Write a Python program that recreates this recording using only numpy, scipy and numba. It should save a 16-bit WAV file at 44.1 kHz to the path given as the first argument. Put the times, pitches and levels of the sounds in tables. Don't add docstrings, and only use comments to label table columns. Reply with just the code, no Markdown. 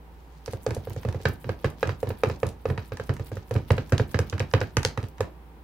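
import sys
import numpy as np
from scipy import signal
from scipy.fft import rfft, irfft
from scipy.io import wavfile
from scipy.ndimage import uniform_filter1d
from numba import njit

SR = 44100
rng = np.random.default_rng(int(sys.argv[2]) if len(sys.argv) > 2 else 0)


def invert_db(level):
    return 10 ** (np.asarray(level, dtype=float) / 20)


def dump(signal):
    limited = np.clip(np.atleast_2d(signal).T, -1, 1)
    pcm = np.round(limited * 32767).astype(np.int16)
    wavfile.write(sys.argv[1], SR, pcm)


N = 248283

NOTES_HZ = [
    1603,
    970,
    1235,
]
# (start [s], end [s])
RIM_S = (3.45, 5.1)
LEFT_DB = -2.5
BALANCE = invert_db(np.array([[LEFT_DB], [-LEFT_DB]]) / 2)


def band(x, lo_hz, hi_hz, order=2):
    return signal.sosfilt(signal.butter(order, [lo_hz, min(hi_hz, .45 * SR)], "band", fs=SR, output="sos"), x)


def blows(s, size):
    return np.bincount((np.asarray(s) * SR).astype(int), size, N)[:N]


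def settle(power, t60):
    return signal.lfilter([1], [1, -np.exp(-2 * np.log(1000) / (t60 * SR))], power)


def ring(x, modes):
    out = 0
    for hz, swing, t60 in modes:
        pole = np.exp(2j * np.pi * hz / SR - np.log(1000) / (t60 * SR))
        out = out + swing * signal.lfilter([1], [1, -pole], x, axis=-1).imag
    return out


def struck(events, modes):
    s, db = np.transpose(events)
    return ring(blows(s, invert_db(db)), modes)


def walk(rate):
    k = int(SR / rate)
    steps = np.repeat(rng.standard_normal(N // k + 1), k)
    return 0.88 * uniform_filter1d(uniform_filter1d(steps, k), k)[:N]


def lay(s, grains, db):
    at = (s * SR).astype(int)[:, None] + np.arange(grains.shape[1])
    return np.bincount(at.ravel(), (grains * invert_db(db)[:, None]).ravel(), N)[:N]


def grit(count, length, rough_db):
    jumps = rng.standard_normal((count, length // 64 + 1))
    return invert_db(rough_db * np.repeat(jumps, 64, axis=1)[:, :length])


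def ports(count, length, alike, lag):
    chance = rng.standard_normal((count, 3, length))
    own = np.sqrt(1 - alike ** 2)
    grains = [alike * chance[:, 0] + own * chance[:, k] for k in (1, 2)]
    return grains, [0, lag * chance[:, 2, -1] / SR]


def chops():
    # (time [s], crack [dB], plate [dB], table [dB], ice [dB])
    short_chops = [(.534, -37, -15, -14, -40), (.7665, -39, -14, -12.5, -52),
                   (1.146, -37, -16.5, -11.5, -49), (1.254, -11, -7, -4.5, -43),
                   (1.4434, -34.5, -25, -22, -55), (1.492, -20.5, -10, -9.5, -63),
                   (1.6442, -16.5, -6, -5, -41), (1.8291, -14.5, -3.5, -21, -49),
                   (2.998, -27.5, -14, -19, -53), (3.317, -37.5, -19.5, -13.5, -45),
                   (3.5532, -31.5, -13.5, -1.7, -55), (3.7805, -20, -13.5, -8, -62),
                   (3.9223, -15.5, -9, 1.5, -25.5), (4.1439, -16, -11.5, -5, -65),
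                   (4.3262, -24, -22, -9, -58)]
    long_chops = [(0.4787, -31, -16, -19, -52), (0.6646, -28, -5.5, -17, -29.5),
                  (0.7071, -27, -16.5, -8.5, -32), (0.8723, -39, -16, -18, -53),
                  (0.904, -37.5, -35, -16, -44), (1.087, -30, -24, -32, -38.5),
                  (1.873, -30, -24, -9, -35.5), (1.892, -22, -16, -12.5, -60), (2.03, -33, -6.5, -16, -55),
                  (2.071, -32, -23, -9, -55), (2.1041, -28, -13.5, -14, -58),
                  (2.2985, -24.5, -14, -11.5, -51), (2.4309, -22, -3, -10, -38),
                  (2.7, -26.5, -15.5, -6.5, -46), (2.777, -24, -22.5, -11.5, -70),
                  (3.0932, -23, -14.5, -4.5, -60), (3.51, -29, -11.5, -11, -37),
                  (3.7048, -15, -7.5, 3.5, -52), (3.997, -21.5, -10, -2.5, -55),
                  (4.4023, -18.5, -12.5, -6, -53), (4.5374, -10, -3.5, 1.4, -42),
                  (4.6137, -18, -11, -7.5, -38), (4.8496, -17.5, -9.5, -9.5, -10.5),
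                  (5.2062, -20.5, -5, -20, -27.5)]
    # (time [s], crack [dB], plate [dB], table [dB], ice [dB])
    twin_chops = [(.963, -38, -19.5, -14, -42), (1.05, -30, -12.5, -10, -45),
                  (1.2015, -41, -26.5, -24, -60), (2.235, -14, 0.4, -18, -34),
                  (2.655, -26.5, -6, -17, -44.5), (2.92, -27.5, -16.5, -14.5, -59),
                  (3.196, -35.5, -26, -11.5, -46.5), (3.369, -33, -20.5, -17, -47),
                  (3.562, -24.5, -33, -12, -54), (4.19, -17.5, -10, -4.5, -22.5),
                  (4.769, -12.5, -12.5, -3.5, -15.5), (4.975, -21.5, -18.5, -10.1, -34.5),
                  (5.029, -40, -26.5, -12, -41)]
    groups = zip((short_chops, long_chops, twin_chops), NOTES_HZ)
    return np.vstack([np.insert(np.array(rows), 5, hz, axis=1) for rows, hz in groups]).T


def contacts():
    # (time [s], crack [dB], ice [dB])
    scuffs = [(0.4603, -44, -31), (0.692, -35, -51), (1.032, -38, -44), (1.126, -36, -41.5),
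              (1.807, -47, -47), (2.689, -37, -41), (2.971, -32.5, -37), (3.166, -35, -43),
              (3.482, -54, -57), (3.895, -43, -42), (3.98, -29, -24.5), (4.1145, -46, -40),
              (4.298, -56, -29.5), (4.38, -27.5, -45), (4.396, -35, -25.5), (4.513, -42, -42.5),
              (4.605, -38, -31), (4.831, -29, -26.5), (5.04, -34, -58), (5.182, -36.5, -49)]
    s, crack_db, _, _, ice_db, hz = chops()
    scuffs = np.insert(np.array(scuffs), 3, NOTES_HZ[1], axis=1).T
    return np.hstack([[s, crack_db, ice_db, hz], scuffs])


def at_rim(s):
    return (s > RIM_S[0]) & (s < RIM_S[1])


def blades():
    # (frequency [Hz], signed swing, time to fall 60 dB [s])
    blade_modes = [
        (930, 0.14, 0.02),
        (1300, 0.48, 0.0061),
        (1700, 0.65, 0.0068),
        (2530, 0.024, 0.066),
        (3810, 0.21, 0.0081),
        (4570, 0.089, 0.011),
    ]
    crack_s, note_t60_s = 0.0025, 0.033
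    note_db, left_db = -6.0, -4.0
    s, db, ice_db, hz = contacts()
    s = s + .0002
    hz = hz * (1 + .012 * rng.standard_normal(len(s)))
    t = np.arange(5000) / SR
    rim = at_rim(s)
    crunch_db = ice_db + 2
    crunch_db = np.where(rim, np.maximum(crunch_db, db - 30.5), crunch_db)
    sung_db = db - 6.5 * rim
    crumble = grit(len(s), len(t), rough_db=4.0)
    splinter = np.exp(-t / crack_s) + invert_db(-15.5) * crumble * np.exp(-t / 0.023)
    crush = np.exp(-t / 0.0004) + invert_db(-22.5) * crumble * np.exp(-t / 0.0096)
    note = invert_db(note_db) * np.sin(2 * np.pi * hz[:, None] * t) * invert_db(-60 * t / note_t60_s)
    out = []
    for grain, late, sign in zip(*ports(len(s), len(t), alike=.72, lag=1.7), (1, -1)):
        body = lay(s + late, grain * splinter, db)
        crunch = band(lay(s + late, grain * crush, crunch_db + 9.0), 2600, 6300, order=3)
        sound = invert_db(-18.5) * ring(body, blade_modes) + band(body, 670, 2810, order=3)
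        sound = sound + lay(s + late, note, sung_db)
        out.append((sound + crunch) * invert_db(sign * left_db / 2))
    return np.array(out)


def crystals():
    # (time [s], fizz [dB], top
    # octave above fizz [dB])
    shards = [(.5097, -31.5, -18), (0.5242, -28.5, -20), (.6244, -47, -17), (.7467, -24, -45),
              (0.8963, -37, -6), (.931, -33.5, -14), (1.215, -43.5, -6), (1.232, -35, -21),
              (1.285, -34.5, -3), (1.701, -33, -13), (1.7923, -56, -1.5), (2.0026, -36, -12),
              (2.0266, -34, -22), (2.0898, -31, -5), (2.1909, -56, -2), (2.2871, -39, -8), (2.4, -40, -16),
              (2.4662, -27.5, -23), (2.488, -28, -20), (2.8554, -40, -18), (3.035, -36, -25),
              (3.0698, -36, -16), (3.137, -33, -14), (3.259, -39, -13), (3.3533, -34, -14),
              (3.5393, -28.5, -18), (3.716, -25, -18), (3.7668, -31.5, -13), (3.871, -40.5, -14.5),
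              (5.084, -40.5, -9)]
    rise_s, fall_s = 0.0019, 0.0018
    at, _, ice_db, _ = contacts()
    fizz_db = ice_db - 0.26 * (ice_db + 31)
    dull_db = -16.5 - 0.11 * (ice_db + 52)
    s, db, top_db = np.hstack([np.transpose(shards), [at - .0007, fizz_db, dull_db]])
    t = np.arange(2600) / SR
    swell = (1 - np.exp(-t / rise_s)) * (np.exp(-t / fall_s) + invert_db(-23.0) * np.exp(-t / 0.024))
    swell = swell * grit(len(s), len(t), rough_db=3.0)
    grains, late = ports(len(s), len(t), alike=0.7, lag=2.5)
    fizz = np.array([lay(s + d, g * swell, db + 1.0) for g, d in zip(grains, late)])
    top = np.array([lay(s + d, g * swell, db + top_db + 12) for g, d in zip(grains, late)])
    return band(fizz, 2500, 11800, order=3) + band(top, 10700, 22000, order=3)


def drag():
    # (time [s], hiss [dB])
    plunges = [(.469, -62), (.64, -61.5), (.85, -61), (1.02, -61), (1.335, -61.5), (1.423, -62.5),
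               (1.613, -60), (1.81, -59.5), (2.01, -60.5), (2.2, -60), (2.41, -64), (2.62, -68.5),
               (2.871, -62), (3.069, -64), (3.274, -57.5), (3.486, -62.5), (3.69, -58), (3.881, -62),
               (4.109, -58), (4.28, -62), (4.51, -64), (4.745, -67), (5.17, -73)]
    grind_db, hiss_db = -52, -62
    rise_s, plunge_s = 0.01, .02
    s, crack_db = chops()[:2]
    push_db = 0.28 * (crack_db + 19.5)
    push = uniform_filter1d(blows(s + rise_s / 2, invert_db(2 * push_db)), int(rise_s * SR))
    t = np.arange(N) / SR
    swell = sum(invert_db(2 * db) * np.exp(-((t - at) / plunge_s) ** 2) for at, db in plunges)
    grind = invert_db(2 * grind_db) * settle(push, 0.28) + invert_db(2 * 2.5) * swell
    grind = grind + invert_db(2 * -69) * np.exp(-((t - 0.39) / 0.2) ** 2)
    hiss = invert_db(2 * hiss_db) * settle(push, 0.26) + swell
    return np.sqrt(np.abs([grind, hiss]))


def crumbs():
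    rate = 1500
    grind_gain, hiss_gain = drag()
    snap = (rng.random((3, N)) < rate / SR) * rng.standard_normal((3, N))
    snap = snap * invert_db(2.4 * rng.exponential(size=(3, N)))
    snap = snap[0] + 2.2 * snap[1:]
    grind, hiss = band(snap, 1500, 6300), band(snap, 6000, 16000)
    grind = grind / grind.std() * grind_gain * invert_db(4.5 * walk(90))
    return grind + hiss / hiss.std() * hiss_gain * invert_db(2.5 + 5.3 * walk(140))


def knocks():
    # (time after the blow [s], level [dB])
    bounces = [
        (.0052, -12.5),
        (.0098, -23),
    ]
    s, _, db = chops()[:3]
    rim = at_rim(s)
    (late, late_db), (later, later_db) = bounces
    down = list(zip(s[~rim], db[~rim])) + list(zip(s[rim] + late, db[rim] + late_db))
    up = list(zip(s[rim], db[rim])) + list(zip(s[rim] + later, db[rim] + later_db))
    return down, up


def plate(down, up):
    # (frequency [Hz], signed swing, time to fall 60 dB [s])
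    modes = [
        (427, .23, .064),
        (519, -.425, .033),
        (717, -.17, .013),
        (295, .05, .03),
    ]
    return struck(down, modes) - struck(up, modes)


def thumps():
    # (time [s], strength [dB])
    rocks = [(0.6805, -11.5), (1.0748, -6.5), (1.2671, -11.5), (1.2869, -10.5), (1.4588, -14.5),
             (1.473, -21), (1.6366, -23), (1.658, -18), (1.8485, -14.5), (1.9153, -16.5), (2.2631, -8.5),
             (2.4444, -15.5), (2.4562, -10), (2.6759, -13), (2.7103, -38), (3.1067, -17), (3.357, -18.5),
             (3.5266, -13.5), (4.0126, -15), (4.155, -25), (4.337, -10), (5.1943, -14.5), (5.215, -19.5)]
    s, _, _, table_db = chops()[:4]
    return list(zip(s - 0.00095, table_db)) + rocks


def table(pushes):
    # (frequency [Hz], signed swing, time to fall 60 dB [s])
    modes = [
        (84.8, 0.18, 0.18),
        (106.3, -0.36, 0.1),
        (137.3, 0.15, 0.15),
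        (225, -0.039, 0.084),
    ]
    return struck(pushes, modes)


def rattle(events, lo_hz, hi_hz, t60, db, apart):
    s, blow_db = np.transpose(events)
    fade = settle(blows(s, invert_db(2 * blow_db)), t60)
    noise = rng.standard_normal((3, N))
    noise = band(noise[0] + apart * noise[1:], lo_hz, hi_hz)
    soft_start = np.sqrt(uniform_filter1d(fade, 300, origin=149))
    return noise / noise.std() * soft_start * invert_db(db + 2.0 * walk(30))


@njit
def walls(x, lags, gain, damp):
    line, soft, out = np.zeros((8, 4096)), np.zeros(8), np.zeros((2, len(x)))
    for i in range(len(x)):
        total = 0.
        for k in range(8):
            soft[k] += (1 - damp) * (gain[k] * line[k, (i - lags[k]) & 4095] - soft[k])
            total += soft[k]
            out[k % 2, i] += soft[k]
        for k in range(8):
            line[k, i & 4095] = x[i] + soft[k] - total / 4
    return out


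def room(heard):
    t60_s, damp, room_db = 0.22, 0.25, -10.5
    lags = rng.integers(300, 2200, 8)
    return invert_db(room_db) * walls(heard, lags, invert_db(-60 * lags / SR / t60_s), damp)


def air():
    # (frequency [Hz], level [dB per Hz])
    loudness = [(47, -17), (80, -4), (91, -30), (159, -6.5), (199, -18.5), (237, -16), (461, -18.5),
                (672, -27.5), (768, -18), (820, -20.5), (958, -18.5), (1070, -25.5), (2600, -35),
                (7200, -50), (16000, -43)]
    # (frequency [Hz], likeness [0-1])
    likeness = [
        (60, 0.7),
        (130, 0.95),
        (290, 0.88),
        (640, 0.55),
        (1410, 0),
        (3100, 0.0),
        (6820, 0.02),
        (15000, 0),
    ]
    hz = np.maximum(np.fft.rfftfreq(N, 1 / SR), 1)

    def read(rows):
        points_hz, values = np.transpose(rows)
        return np.interp(np.log(hz), np.log(points_hz), values)

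    alike = np.clip(read(likeness), 0, 1)
    mid, side = rfft(rng.standard_normal((2, N))) * invert_db(read(loudness))
    side = side * np.sqrt(1 - alike) * np.array([[1], [-1]])
    hush = irfft(mid * np.sqrt(1 + alike) + side, N)
    return hush / hush.mean(axis=0).std() * invert_db(-52.5 + 0.44 * walk(3.6))


def compressor():
    # (frequency [Hz], level [dB])
    lines = [
        (59.2, -48),
        (150.7, -67),
        (780.6, -73),
    ]
    t = np.arange(N) / SR
    drone = 0
    for hz, db in lines:
        level = np.sqrt(2) * invert_db(db + .9 * walk(4.6))
        wander_s = .008 * np.cumsum(walk(24.93)) / SR
        drone = drone + level * np.sin(2 * np.pi * hz * (t + wander_s))
    return drone * BALANCE


def scene():
    down, up = knocks()
    pushes = thumps()
    metal = plate(down, up)
    dish = rattle(pushes, 173, 479, 0.2, -26.5, 0.43)
    dish = dish + rattle(pushes, 40.5, 172, 0.44, -29.5, 0.3)
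    dish = dish + rattle(down + up, 140, 657, 0.37, -31, 1.0)
    edge = blades() + crystals() + crumbs()
    heard = edge.mean(axis=0) + .3 * metal + 1e-18
    near = (metal + table(pushes) + dish) * BALANCE + edge
    return near + room(heard) + air() + compressor()


def low_pass(x):
    return signal.sosfilt(signal.butter(12, 16970, fs=SR, output="sos"), x)


def record(dry):
    top = signal.ellip(8, .2, 50, 15750, fs=SR, output="sos")
    return low_pass(signal.sosfilt(top, dry))


dry = scene()
out = record(dry)
dump(out)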